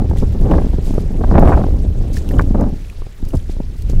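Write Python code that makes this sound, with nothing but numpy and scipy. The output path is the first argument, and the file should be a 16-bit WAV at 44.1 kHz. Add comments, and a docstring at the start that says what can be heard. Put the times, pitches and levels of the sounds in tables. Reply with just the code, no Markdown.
"""Puddle steps in gusty wind

Someone in rubber clogs walks through shallow puddles, about three steps in two seconds. Each step
throws a fine spray and a few drops that click and ring as bubbles. Wind eddies rumble, flutter and
slap on the microphone and overload it at the peaks; light rain hisses behind."""
import sys
import numpy as np
from scipy import signal
from scipy.io import wavfile
from scipy.ndimage import uniform_filter1d

SR = 44100
rng = np.random.default_rng(int(sys.argv[2]) if len(sys.argv) > 2 else 0)


def store_wav(level_fs):
    """Save 16-bit WAV to argv[1]."""
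    pcm = np.round(np.clip(np.atleast_2d(level_fs), -1, 1) * 32767)
    wavfile.write(sys.argv[1], SR, pcm.T.astype(np.int16))


N = 176400
T = np.arange(N) / SR


def from_db(db):
    """Decibels to gain."""
    return 10 ** (np.asarray(db) / 20)


def rms_one(x):
    """Scale to rms 1."""
    return x / np.sqrt(np.mean(x ** 2) + 1e-20)


def in_time(rows):
    """A control curve through (seconds, value) points."""
    return np.interp(T, *np.transpose(rows))


def swell(peak_s, rise, fall):
    """A smooth rise to 1 at peak_s, then an exponential fall."""
    return np.exp(np.where(T < peak_s, -((T - peak_s) / rise) ** 2, (peak_s - T) / fall).clip(-30, 0))


def drift(rate_hz):
    """A smooth random wander of rms about 1, mostly slower than rate_hz."""
    hop = 40
    pole = np.exp(-2 * np.pi * rate_hz * hop / SR)
    slow = signal.lfilter([1], [1, -2 * pole, pole * pole], rng.standard_normal(N // hop + 2002))[2000:]
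    return np.interp(np.arange(N) / hop, np.arange(len(slow)), rms_one(slow))


def noise_bands(colour, low_hz, count, order=3):
    """Half-octave noises as (centre in Hz, noise); together they have an rms of about 1."""
    centres = low_hz * 2 ** (np.arange(count) / 2)
    colour_hz, colour_db = np.transpose(colour)
    gains = from_db(np.interp(np.log(centres), np.log(colour_hz), colour_db)) * np.sqrt(centres)
    for hz, gain in zip(centres, gains / np.linalg.norm(gains)):
        sos = signal.butter(order, [hz / 2 ** .25, hz * 2 ** .25], "band", fs=SR, output="sos")
        yield hz, gain * rms_one(signal.sosfilt(sos, rng.standard_normal(N + SR // 2))[-N:])


# The level of the hiss of light rain and wind, swelling with the strongest gust.
# Each row: time in seconds, level in dB before the trim.
HISS_LEVELS = [(0.02, -56.5), (0.33, -53.5), (1.18, -54.5), (1.5, -49.5), (1.82, -56.5), (2.32, -53),
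               (2.41, -56), (3.71, -57.5), (3.98, -55.5)]
# The tone of the hiss. Each row: frequency in Hz, relative density in dB.
HISS_TONE = [(400, 14), (900, 3), (1800, 2), (3000, 0), (5200, -3), (8000, -8), (12000, -11.5),
             (15500, -15.5)]


def rain_and_wind_hiss(patchy_db=2.65, trim_db=7):
    """Light rain and wind make a soft hiss, each band flickering a little on its own."""
    bands = noise_bands(HISS_TONE, low_hz=440, count=11, order=2)
    hiss = sum(band * from_db(patchy_db * drift(rate_hz=45)) for _, band in bands)
    return from_db(in_time(HISS_LEVELS) + trim_db) * hiss


# The ride of the wind's low end. Each row: time in seconds, level in dB.
RUMBLE_LEVELS = [(0.02, -13.5), (0.58, -9.5), (0.61, -12.5), (1.17, -15), (1.36, -5), (1.61, -8.5),
                 (1.65, -21), (1.67, -10.5), (2.3, -17), (2.39, -6.5), (2.46, -12.5), (2.66, -11),
                 (2.68, -17.5), (2.94, -28.5), (3.01, -21), (3.2, -32), (3.24, -12), (3.3, -24),
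                 (3.37, -10), (3.43, -21), (3.6, -17.5), (3.75, -24), (3.91, -11.5), (3.98, -7)]
# The tone of the rumble. Each row: frequency in Hz, relative density in dB.
RUMBLE_TONE = [(16, -4), (28, 7), (40, -11), (60, -2), (100, -13.5), (150, -24.5), (250, -53)]


def wind_rumble(neutral_db=-17.5, brightening=0.22):
    """Large eddies rock the diaphragm slowly; in a lull only the slowest are left."""
    level_db = in_time(RUMBLE_LEVELS)
    tilt_db = brightening * (level_db - neutral_db)  # per octave
    bands = noise_bands(RUMBLE_TONE, low_hz=18, count=8)
    rumble = sum(band * from_db(tilt_db * np.log2(hz / 40)) for hz, band in bands)
    running_rms = np.sqrt(uniform_filter1d(rumble ** 2, size=7000) + 1e-9)
    return rumble / running_rms * from_db(level_db)


# The breeze under the gusts. Each row: time in seconds, wind strength in dB.
BREEZE_STRENGTH = [(0, -17.5), (0.1, -26), (0.4, -28), (0.7, -40), (0.85, -29.5), (1.08, -26.5), (1.3, -21),
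                   (1.8, -27.5), (2.1, -29), (2.68, -25), (2.87, -49), (3.15, -52.5), (3.3, -37.5),
                   (3.8, -42), (3.98, -28.5)]
# Gusts that swell and sink. Each row: peak time, rise and fall in seconds, wind strength in dB.
GUST_SWELLS = [(0.517, 0.068, 0.067, -11), (1.401, 0.065, 0.066, -12), (1.515, 0.054, 0.081, -14.5),
               (2.387, 0.069, 0.03, -17), (2.625, 0.053, 0.029, -19)]
# The tone of the flutter. Each row: frequency in Hz, relative density in dB.
FLUTTER_TONE = [(90, 0), (130, -0.5), (180, 2.5), (255, -0.5), (360, -6), (510, -11), (720, -16),
                (1020, -28.5), (1440, -38), (2040, -50.5)]


def wind_flutter(fit_db=2.5, neutral_db=-18, brightening=0.66, trim_db=-1):
    """Small eddies come in fits; the harder the gust, the higher their noise reaches."""
    gusts = sum(from_db(db) * swell(peak_s, rise, fall) for peak_s, rise, fall, db in GUST_SWELLS)
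    wind = from_db(in_time(BREEZE_STRENGTH)) + gusts
    eddies = np.clip(drift(rate_hz=43.4), -2, 2)
    tears = np.clip(drift(rate_hz=186), -2, 2)  # the flow tears off the edge of the microphone port
    force_db = 20 * np.log10(wind) - neutral_db + fit_db * (eddies + tears)
    out = 0
    for hz, band in noise_bands(FLUTTER_TONE, low_hz=90, count=10):
        sensitivity = 1 + brightening * np.log2(np.clip(hz, 360, 1100) / 400)
        out += band * from_db(sensitivity * force_db)
    return from_db(neutral_db + trim_db) * out


# Single eddies that slap the microphone. Each row: start in seconds, length in seconds,
# level in dB, tilt around 400 Hz in dB per octave.
EDDY_SLAPS = [(0.111, 0.005, -14, -4.7), (0.133, 0.0042, -16, -11), (0.157, 0.0091, -24, -3.5),
              (0.22, 0.021, -18, -6), (0.341, 0.022, -23.5, -8), (0.457, 0.0058, -19.5, -7),
              (0.495, 0.022, -18.5, -7.5), (0.515, 0.0044, -13.5, 3.5), (0.536, 0.0064, -20.5, 4.5),
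              (0.56, 0.011, -14.5, -11), (0.581, 0.0082, -15.5, 1), (0.613, 0.0095, -20, -4.5),
              (0.643, 0.0085, -19.5, -9), (0.667, 0.0029, -17.5, -6.5), (0.732, 0.0048, -15, -8.5),
              (0.74, 0.0045, -19.5, -9.5), (0.782, 0.012, -20.5, -7.5), (0.874, 0.009, -25, -8),
              (0.907, 0.0037, -17.5, -9), (0.936, 0.0064, -23, -4.5), (0.98, 0.0055, -12.5, -6),
              (1.206, 0.013, -18.5, -3.5), (1.237, 0.0084, -12.5, 0), (1.31, 0.0058, -8.5, -2),
              (1.339, 0.0048, -16.5, 1.5), (1.458, 0.0056, -11, 4.5), (1.473, 0.0063, -14, 5),
              (1.517, 0.026, -19.5, 7), (1.574, 0.0064, -9, -2.2), (1.638, 0.0062, -10.5, -2.6),
              (1.665, 0.0042, -15.5, -7.5), (2.002, 0.019, -28, -8), (2.394, 0.0039, -19, 11.5),
              (2.405, 0.0067, -19, 2.5), (2.505, 0.0087, -20.5, -14), (2.544, 0.013, -11.5, -4.5),
              (2.601, 0.032, -23.5, -4), (2.636, 0.011, -24.5, -1), (2.659, 0.02, -22.5, -7.0),
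              (2.725, 0.013, -28.5, -12.5), (3.017, 0.0069, -30.0, -0.5), (3.065, 0.0068, -32.5, -4),
              (3.226, 0.006, -28, -10.5), (3.265, 0.0066, -31, -13.5), (3.331, 0.021, -16, -7),
              (3.496, 0.0024, -22.0, -9), (3.566, 0.0033, -28.5, -6), (3.601, 0.0069, -20.5, -8),
              (3.897, 0.0051, -23.5, -14.5), (3.932, 0.0053, -21.5, -9)]
# The tone of a slap before its tilt. Each row: frequency in Hz, relative density in dB.
SLAP_TONE = [(90, -12), (180, -2), (360, -4), (510, -5.5), (720, -8.5), (1020, -14.5), (1440, -22.5),
             (2040, -37)]


def wind_buffets(rise_share=.3):
    """Each eddy is a dull slap that rises quickly and is gone; the brightest reach the upper mids."""
    start_s, lengths, level_db, tilt_db = np.transpose(EDDY_SLAPS)
    out, t = np.zeros(N), T[:SR // 8]
    for hz, band in noise_bands(SLAP_TONE, low_hz=90, count=10):
        gains = from_db(level_db + tilt_db * np.log2(hz / 400))
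        push = np.zeros(N + SR)
        for start, length, gain in zip((start_s * SR).astype(int), lengths, gains):
            attack = np.minimum(t / (rise_share * length), 1)
            push[start:start + len(t)] += gain * attack * np.exp(-.5 * (t / length) ** 4)
        # Hold the noise steady so that no slap lands in a dip.
        leveller = band.std() / np.sqrt(uniform_filter1d(band ** 2, size=500) + 1e-14)
        out += band * leveller * push[:N]
    return out


def droplets(hz, per_s, ring_cycles=12, spread_db=6):
    """Tiny droplets of random size ring at one pitch, each fading 60 dB over ring_cycles."""
    born = rng.random(N) < per_s / SR
    sizes = from_db(spread_db * np.minimum(rng.exponential(1, N), 4)) * rng.choice([-1, 1], N)
    pole = np.exp(-np.log(1000) * hz / (ring_cycles * SR))
    resonator = [1, -2 * pole * np.cos(2 * np.pi * hz / SR), pole * pole]
    return rms_one(signal.lfilter([1, 0, -1], resonator, born * sizes + 1e-18))


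# A clog pushes the water aside. Each row: peak time, rise and fall in seconds, level in dB,
# tilt around 6000 Hz in dB per octave.
STEP_SPLASHES = [(0.19, .022, 0.035, -42.5, -1.5), (0.53, 0.035, .08, -51, -11),
                 (0.872, .035, 0.047, -42.5, 0), (1.0, 0.02, .03, -50.5, -5), (1.495, 0.022, 0.02, -45, -1),
                 (2.135, 0.0056, 0.017, -39.5, 3), (2.172, 0.016, 0.019, -36.5, -2),
                 (2.32, 0.045, 0.14, -52, 2), (2.8, 0.091, 0.17, -56.5, -5.5),
                 (3.288, 0.0064, 0.014, -46.5, 5), (3.355, 0.024, .045, -47.5, 1.5),
                 (3.515, 0.028, 0.033, -47.5, -5), (3.79, .03, 0.051, -57, 7),
                 (3.899, 0.0076, 0.014, -39.5, -3.5)]
# The tone of the spray before its tilt. Each row: frequency in Hz, relative density in dB.
SPRAY_TONE = [(900, -19), (1600, -3), (3000, 1.5), (5000, 5.5), (7500, 3.5), (11000, -2), (15500, -7.5)]


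def splashes(droplets_per_s=9000, mist_share=0.29):
    """Each step throws up a spray: tiny ringing droplets over a fine mist, swelling and dying away."""
    swells = np.array([swell(peak_s, rise, fall) for peak_s, rise, fall, _, _ in STEP_SPLASHES])
    *_, level_db, tilt_db = np.transpose(STEP_SPLASHES)
    bands = list(noise_bands(SPRAY_TONE, low_hz=1200, count=8, order=2))
    out = 0
    for hz, mist in bands:
        pitches = hz * 2 ** (np.arange(-1, 2) / 6)
        per_s = droplets_per_s / (len(pitches) * len(bands))
        patter = mist.std() * rms_one(sum(droplets(pitch, per_s) for pitch in pitches))
        spray = np.sqrt(mist_share) * mist + np.sqrt(1 - mist_share) * patter
        envelope = from_db(level_db + tilt_db * np.log2(hz / 6000)) @ swells
        out += spray * envelope
    return out


# Single drops and slaps of water. Each row: start in seconds, bubble peak in dB,
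# starting pitch in Hz, click trim in dB.
WATER_DROPS = [(0.099, -43, 9000, 9), (0.171, -33, 1980, -1), (0.412, -40.5, 12000, 7),
               (0.513, -26, 2840, -7), (0.943, -36, 6500, 3), (1.002, -44, 11000, 0),
               (1.016, -38, 13000, -9), (1.396, -31, 11500, 1.5), (2.169, -22, 1760, -8),
               (2.22, -34.5, 6960, -6), (2.290, -31, 2680, 4.5), (2.311, -26.5, 1800, -14),
               (2.318, -27, 13200, -15), (2.341, -33, 2970, -10), (2.367, -34, 6800, -10),
               (2.387, -25, 3060, -8), (2.393, -20.5, 1410, -11), (2.414, -34, 1670, 2),
               (2.421, -32, 5700, 0), (2.610, -32, 6400, -0.5), (2.849, -35.5, 2570, -14),
               (2.899, -29, 2480, -4), (3.062, -41, 5000, -9), (3.252, -43, 7000, 7),
               (3.307, -36.5, 2900, -7), (3.372, -33, 4870, -10), (3.40, -37.5, 3220, -10),
               (3.428, -41, 7500, -8), (3.822, -36, 4340, 6.5)]


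def drops(ring_cycles=31, pitch_rise=0.04, click_decay_s=0.0021):
    """A drop lands with a click and traps a bubble that rings briefly, rising in pitch."""
    out, t = np.zeros(N + SR), T[:SR // 20]
    click_band = signal.butter(1, [1500, 12000], "band", fs=SR, output="sos")
    for start_s, level_db, hz, click_db in WATER_DROPS:
        age = t * hz / ring_cycles  # 1 when the bubble has faded 60 dB
        pitch = hz * (1 + pitch_rise * np.minimum(age, 1))
        bubble = np.sin(2 * np.pi * np.cumsum(pitch) / SR) * np.exp(-np.log(1000) * age)
        noise = rms_one(signal.sosfilt(click_band, rng.standard_normal(len(t))))
        click = .5 * from_db(click_db) * noise * np.exp(-t / click_decay_s)
        start = int(start_s * SR)
        out[start:start + len(t)] += from_db(level_db) * (bubble + click)
    return out[:N]


def scene():
    """Wind at the microphone, water at the feet and a hiss behind, mixed in mono."""
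    wind = wind_rumble() + wind_flutter() + wind_buffets()
    return (wind + splashes() + drops() + rain_and_wind_hiss())[None]


def record(dry):
    """The strongest gusts flatten against the microphone's overload limit; the very top is cut."""
    ceiling, knee, stop_hz = .98, 10, 16450
    clipped = dry / (1 + np.abs(dry / ceiling) ** knee) ** (1 / knee)
    return signal.sosfilt(signal.cheby2(16, 70, stop_hz, fs=SR, output="sos"), clipped)


dry = scene()
out = record(dry)
store_wav(out)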